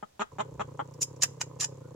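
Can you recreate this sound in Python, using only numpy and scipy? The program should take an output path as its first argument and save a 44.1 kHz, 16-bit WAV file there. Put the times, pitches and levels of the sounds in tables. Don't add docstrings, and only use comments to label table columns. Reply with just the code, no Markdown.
import sys
import numpy as np
from scipy import signal
from scipy.fft import rfft, irfft, next_fast_len
from scipy.io import wavfile
from scipy.ndimage import map_coordinates

SR = 44100
rng = np.random.default_rng(int(sys.argv[2]) if len(sys.argv) > 2 else 0)


def transcribe(signal):
    frames = np.atleast_2d(signal).T
    limited = np.clip(frames, -1, 1)
    pcm = np.round(limited * 32767).astype(np.int16)
    wavfile.write(sys.argv[1], SR, pcm)


N = 85995


def grunts():
    # start_s, length_s, pitch_hz, level_db, swell_db, low_ring_hz, high_ring_hz,
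    # chest_db, rasp_db
    calls = [(0.0269, 0.0063, 203.8, -38, -0.5, 790, 1280, 7, -12.5),
             (0.1948, 0.023, 204.2, -31.5, 8.5, 927, 1278, 3, 4),
             (0.3848, 0.023, 200.9, -32, 8.5, 816, 1033, 1.5, 2.5),
             (0.5956, 0.017, 199.6, -32, 6.5, 830, 1140, 1.5, 0.5),
             (0.7928, 0.015, 272, -32.5, -3, 850, 1071, -10, -12)]
    # frequency_hz, level_db
    throat_tone = [(60, -73), (120, -1.5), (195, 5), (410, 3.5), (540, -1.5), (800, 2.5), (1450, 0),
                   (2100, -14), (2600, -26.5), (3300, -11), (4500, -77), (7500, -51), (12000, -101)]
    # frequency_hz, level_db
    rasp_tone = [(500, -33), (1500, 9.5), (3300, 12), (3900, 3.5), (4800, -13.5), (6000, -2), (7200, 6),
                 (8700, -15), (14000, -50)]
    pitch_rise_per_s, jitter_s, scatter_db = 4.5, .0001, 1.2
    release_s, fade_db_per_s, rasp_fade_s = .012, 1300, 0.0023
    chest_thinning_db, rasp_base_db = -10.5, -16
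    out, t, f = 0, np.arange(N) / SR, frequencies()
    chest = 1 / (1 + (f / 340) ** 4)

    def ring(hz):
        return 20 * np.log10(1 + amp(5.5) * peak(hz, width_hz=110))

    for start, length, pitch_hz, level_db, swell_db, low_hz, high_hz, chest_db, rasp_db in calls:
        age = np.arange(0, length + release_s, 1 / pitch_hz)
        age = age * (1 + pitch_rise_per_s * (length - age) / 2)
        timing, strength = rng.standard_normal((len(age), 2)).T
        effort_db = swell_db * np.minimum(age / length, 1) - fade_db_per_s * np.maximum(age - length, 0)
        train = pulses(start + age + jitter_s * timing, amp(effort_db + scatter_db * strength))
        progress = np.clip((t - start) / length, 0, 1)
        throat = curve(throat_tone) + chest_db * chest
        early = colour(train * (1 - progress), throat + ring(low_hz))
        late = colour(train * progress, throat + ring(high_hz) + chest_thinning_db * chest)
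        rasp = colour(puffs(train, rasp_fade_s), curve(rasp_tone))
        call = unit(early + late) + amp(rasp_base_db + rasp_db) * unit(rasp)
        gain = amp(level_db) * np.sqrt(length * SR / N)
        out = out + cage(-gain * call, echo_db=2)
    return out


def spits():
    # start_s, hold_s, level_db, level_change_db, mouth_db,
    # brightness_db_per_octave
    bursts = [(1.0137, 0.017, -31.5, 2.5, -27, 5), (1.2212, 0.013, -24, -3, -16.5, -2.5),
              (1.2338, 0.0024, -22.5, 1, -13, 11.5), (1.2387, 0.0038, -30.5, -6, -1, -23),
              (1.41, 0.0044, -36, -24, -3.5, 5), (1.4142, 0.00082, -28.5, -1, -4, -4),
              (1.6001, 0.0036, -35.5, 2.5, -17.5, -4.5), (1.6078, 0.0029, -30.5, 5, -27.5, -1.5),
              (1.617, 0.033, -35, -2.5, -8, -2)]
    # frequency_hz, level_db
    hiss_tone = [(3000, -10.5), (3450, -17), (4050, -13.5), (4400, -16), (5100, -5), (6000, -6),
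                 (6700, -4.5), (7150, -1.5), (8100, -18), (9600, -15), (10500, -27), (12000, -23),
                 (13100, -43), (14200, -25.5), (15500, -39), (16100, -45)]
    # frequency_hz, boost_db
    teeth_rings = [(4030, 5), (5220, 4), (5660, 4), (6030, 3), (6390, 4), (7090, 7)]
    # frequency_hz, level_db
    mouth_tone = [(200, -28), (600, -7), (1050, 2), (1350, 1), (1800, 7), (2200, -5), (2900, 2),
                  (3500, -10), (6000, -42)]
    attack_s, release_s, lead_in_s, lead_in_db = 0.0014, 0.0032, 0.0033, -6.5
    low_cut_hz, sputter_db = 3030, 2.2
    out, t, f = 0, np.arange(N) / SR, frequencies()
    teeth = curve(hiss_tone) - 10 * np.log10(1 + (low_cut_hz / (f + 1)) ** 6)
    teeth += sum(db * peak(hz, width_hz=108) for hz, db in teeth_rings)
    for start, hold, level_db, change_db, mouth_db, bright_db in bursts:
        age = t - start
        before = np.minimum(age, 0)
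        rise = np.maximum(np.exp(before / attack_s), amp(lead_in_db) * np.exp(before / lead_in_s))
        fall = np.exp(-np.maximum(age - hold, 0) / release_s)
        effort_db = level_db + change_db * np.clip(age / hold, 0, 1)
        loudness = rise * fall * amp(effort_db + sputter_db * wobble(changes_per_s=350))
        hiss = noise(teeth + bright_db * np.log2(1 + f / low_cut_hz))
        mouth = noise(curve(mouth_tone))
        out = out + cage(loudness * (hiss + amp(mouth_db) * mouth))
    return out


def motor():
    # time_s, turns_per_s
    speeds = [(0.29, 27.74), (0.4, 33.28), (0.5, 30.8), (0.68, 29.96), (0.9, 29.46), (1.03, 32.62),
              (1.17, 33.06), (1.28, 35.24), (1.4, 31.49), (1.55, 31.18), (1.7, 33.35), (1.82, 30.09),
              (1.95, 28.41)]
    # delay_s, level_db
    thump_pattern = [(.0047, -3.5), (.0123, 0), (.019, -6.5)]
    # delay_s, level_db
    knock_pattern = [(0, -2), (.008, 0), (.0153, -7)]
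    # delay_s, level_db
    tick_pattern = [(0, 0), (.0123, -6)]
    # frequency_hz, level_db
    case_tone = [(30, -50), (55, -21), (85, -1), (150, -0.5), (195, -11), (280, -15), (380, -10.5),
                 (510, -8), (650, -28.5), (950, -39), (1500, -39), (3000, -63.5)]
    # frequency_hz, level_db
    chatter_tone = [(150, -32.5), (280, 3.5), (380, -2), (520, 4.5), (680, -12), (800, -10), (1020, -10),
                    (1400, -28), (3000, -39.5), (9000, -66)]
    # frequency_hz, level_db
    knock_tone = [(150, -22), (450, 13), (640, -12.5), (1020, 9), (1450, -21.5), (3000, -28), (9000, -66)]
    # frequency_hz, level_db
    tick_tone = [(2000, -34), (5000, -18), (6300, -1), (7300, 0), (8500, -17), (14000, -34)]
    start_s, fade_in_s, rattle_delay_s, turn_jitter_s = .286, 0.13, .025, .0009
    hum_db, chatter_db, knock_db, tick_db = -47.5, -59, -61, -75
    t = np.arange(N) / SR
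    speed = np.interp(t, *np.transpose(speeds))
    turns = np.cumsum(speed * (t > start_s)) / SR
    turn_samples = np.searchsorted(turns, np.arange(int(turns[-1]) + 1), side="right").clip(0, N - 1)
    turn_times = t[turn_samples] + turn_jitter_s * rng.standard_normal(len(turn_samples))

    def strikes(pattern, scatter_db, jitter_s):
        train = 0
        for delay, db in pattern:
            timing, strength = rng.standard_normal((len(turn_times), 2)).T
            train = train + pulses(turn_times + delay + jitter_s * timing, amp(db + scatter_db * strength))
        return train

    thumps = strikes(thump_pattern, scatter_db=2.0, jitter_s=0.00026)
    hum = amp(hum_db) * unit(colour(-thumps, curve(case_tone)))
    chatter = amp(chatter_db) * unit(colour(puffs(thumps, fade_s=.003), curve(chatter_tone)))
    knocks = strikes(knock_pattern, scatter_db=2.2, jitter_s=0.0002)
    ticks = strikes(tick_pattern, scatter_db=3, jitter_s=0.00016)
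    rattle = amp(knock_db) * unit(colour(knocks, curve(knock_tone)))
    rattle += amp(tick_db) * unit(colour(ticks, curve(tick_tone)))
    rattle *= t > start_s + rattle_delay_s
    fade_in = np.clip((t - start_s) / fade_in_s, 0, 1)
    speed_gain = amp(-0.19 * (speed - speed.mean()))
    return cage(fade_in * speed_gain * (hum + chatter) + rattle, echo_db=-4)


def taps():
    # start_s, level_db
    hits = [(0.318, -49.5), (0.689, -46.5), (1.513, -45.5)]
    pitch_hz, fade_s = 1037, 0.0045
    out, t = 0, np.arange(N) / SR
    for start, db in hits:
        out = out + amp(db) * die_away(start, fade_s) * np.sin(2 * np.pi * pitch_hz * (t - start))
    return out


def grit():
    # start_s, level_db
    clicks = [(0.939, -51.5), (1.163, -55)]
    # frequency_hz, level_db
    grit_tone = [(1500, -7), (4500, -20), (5400, 7), (6200, -3), (7300, -2), (9000, -20), (16000, -24)]
    loudness = sum(amp(db) * die_away(start, fade_s=0.0031) for start, db in clicks)
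    return loudness * noise(curve(grit_tone))


def whistle():
    middle_s, swell_s, pitch_hz, level_db = 1.858, 0.035, 1434, -62.5
    t = np.arange(N) / SR
    wavering_hz = pitch_hz * (1 + .03 * wobble(changes_per_s=250))
    phase = 2 * np.pi * np.cumsum(wavering_hz) / SR
    return amp(level_db) * np.sin(phase) * np.exp(-((t - middle_s) / swell_s) ** 2)


def rumble():
    # time_s, level_db
    levels = [(.25, -100), (.33, -57.5), (.44, -83), (.54, -52.5), (.68, -56.5), (.8, -110)]
    # frequency_hz, level_db
    rumble_tone = [(20, -24.5), (45, 11.5), (70, 22), (110, 24), (300, -45.5)]
    level_db = np.interp(np.arange(N) / SR, *np.transpose(levels))
    return amp(level_db) * noise(curve(rumble_tone))


def room_noise():
    # frequency_hz, level_db
    room_tone = [(25, -6), (80, -2.5), (200, -10.5), (500, -12.5), (1200, -18.5), (3000, -23.5),
                 (7000, -23.5), (10000, -31.5), (16000, -34.5)]
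    # frequency_hz, level_db
    spread = [(100, -32), (600, -6.0), (5000, -4.5)]
    level_db = -66
    middle = colour(rng.standard_normal(N), curve(room_tone))
    side = colour(rng.standard_normal(N), curve(room_tone) + curve(spread))
    return amp(level_db) * unit(np.array([middle + side, middle - side]))


def cage(x, echo_db=0):
    # delay_s, gain
    walls = [
        [(.00085, 0.14), (.0024, 0.66), (.0046, 0.083)],
        [(.00062, -0.56), (.0017, 0.24), (.0033, 0.7)],
    ]
    # frequency_hz, level_db
    echo_tone = [(100, -28), (220, -13.5), (400, -8.5), (1000, -4.5), (3000, -4.5), (7000, -2),
                 (15000, -1.5)]
    # fade_s (to fall by 60 dB), level_db
    tails = [(0.06, -2), (0.27, -18.5)]
    t = np.arange(SR // 2) / SR
    build_up = 1 - np.exp(-t / .0015)
    response = 0
    for fade_s, db in tails:
        tail = rng.standard_normal((2, len(t))) * amp(-60 * t / fade_s) * build_up
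        response = response + amp(db) * tail / np.linalg.norm(tail, axis=1, keepdims=True)
    for side, bounces in enumerate(walls):
        for delay, gain in bounces:
            response[side, round(delay * SR)] += gain
    echo = signal.fftconvolve(x[None], response, axes=1)[:, :N]
    return x + amp(echo_db) * colour(echo, curve(echo_tone))


def microphones(x, lean):
    # frequency_hz, boost_db
    width = [(60, 22.5), (150, 5.5), (350, 8.5), (650, 12.5), (1300, 2), (2500, 5), (5000, 4.5), (9000, 5),
             (15000, 6.5)]
    left, right = rfft(x, 2 * (len(frequencies()) - 1))
    middle = (left + right) / 2
    side = (left - right) / 2 * amp(curve(width))
    balance = amp(np.outer([1, -1], curve(lean)))
    return irfft(np.array([middle + side, middle - side]) * balance)[:, :N]


def amp(db):
    return 10 ** (np.asarray(db) / 20)


def unit(x):
    return x / np.sqrt(np.mean(x ** 2) + 1e-20)


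def frequencies():
    return np.fft.rfftfreq(2 * next_fast_len(N * 2 // 3), 1 / SR)


def curve(points):
    hz, db = np.transpose(points)
    return np.interp(np.log(frequencies() + 1), np.log(hz + 1), db)


def peak(hz, width_hz):
    return 1 / (1 + (2 * (frequencies() - hz) / width_hz) ** 2)


def colour(x, curve_db):
    cepstrum = irfft(np.log(np.maximum(amp(curve_db), 1e-6)))
    size = len(cepstrum)
    cepstrum[1:size // 2] *= 2
    cepstrum[size // 2 + 1:] = 0
    return irfft(rfft(x, size) * np.exp(rfft(cepstrum)), size)[..., :N]


def noise(curve_db):
    return unit(colour(rng.standard_normal(N), curve_db))


def pulses(times, gains):
    samples = np.maximum(np.round(times * SR), 0).astype(int)
    return np.bincount(samples, gains, minlength=N)[:N]


def puffs(train, fade_s):
    loudness = signal.lfilter([1], [1, -np.exp(-1 / (fade_s * SR))], train)
    return loudness * rng.standard_normal(N)


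def die_away(start_s, fade_s):
    age = np.arange(N) / SR - start_s
    return (age > 0) * np.exp(-np.abs(age) / fade_s)


def wobble(changes_per_s):
    return map_coordinates(rng.standard_normal(4096), [np.arange(N) * changes_per_s / SR], mode="wrap")


def scene():
    # frequency_hz, lean_db
    grunt_lean = [(150, -3), (350, -3), (700, 0.5), (1400, 3.5), (2800, -1), (6000, -4), (10000, -0.5)]
    # frequency_hz, lean_db
    other_lean = [(150, -0.5), (350, -0.5), (700, 0.5), (1400, -3.5), (2800, 2.4), (6000, -1.35),
                  (10000, 0.5)]
    voice = microphones(grunts(), grunt_lean)
    others = spits() + motor() + cage(taps() + grit() + whistle()) + rumble() + room_noise()
    return voice + microphones(others, other_lean)


def record(dry):
    top_hz, f = 16300, frequencies()
    return irfft(rfft(dry, 2 * (len(f) - 1)) * (f < top_hz))[:, :N]


dry = scene()
out = record(dry)
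transcribe(out)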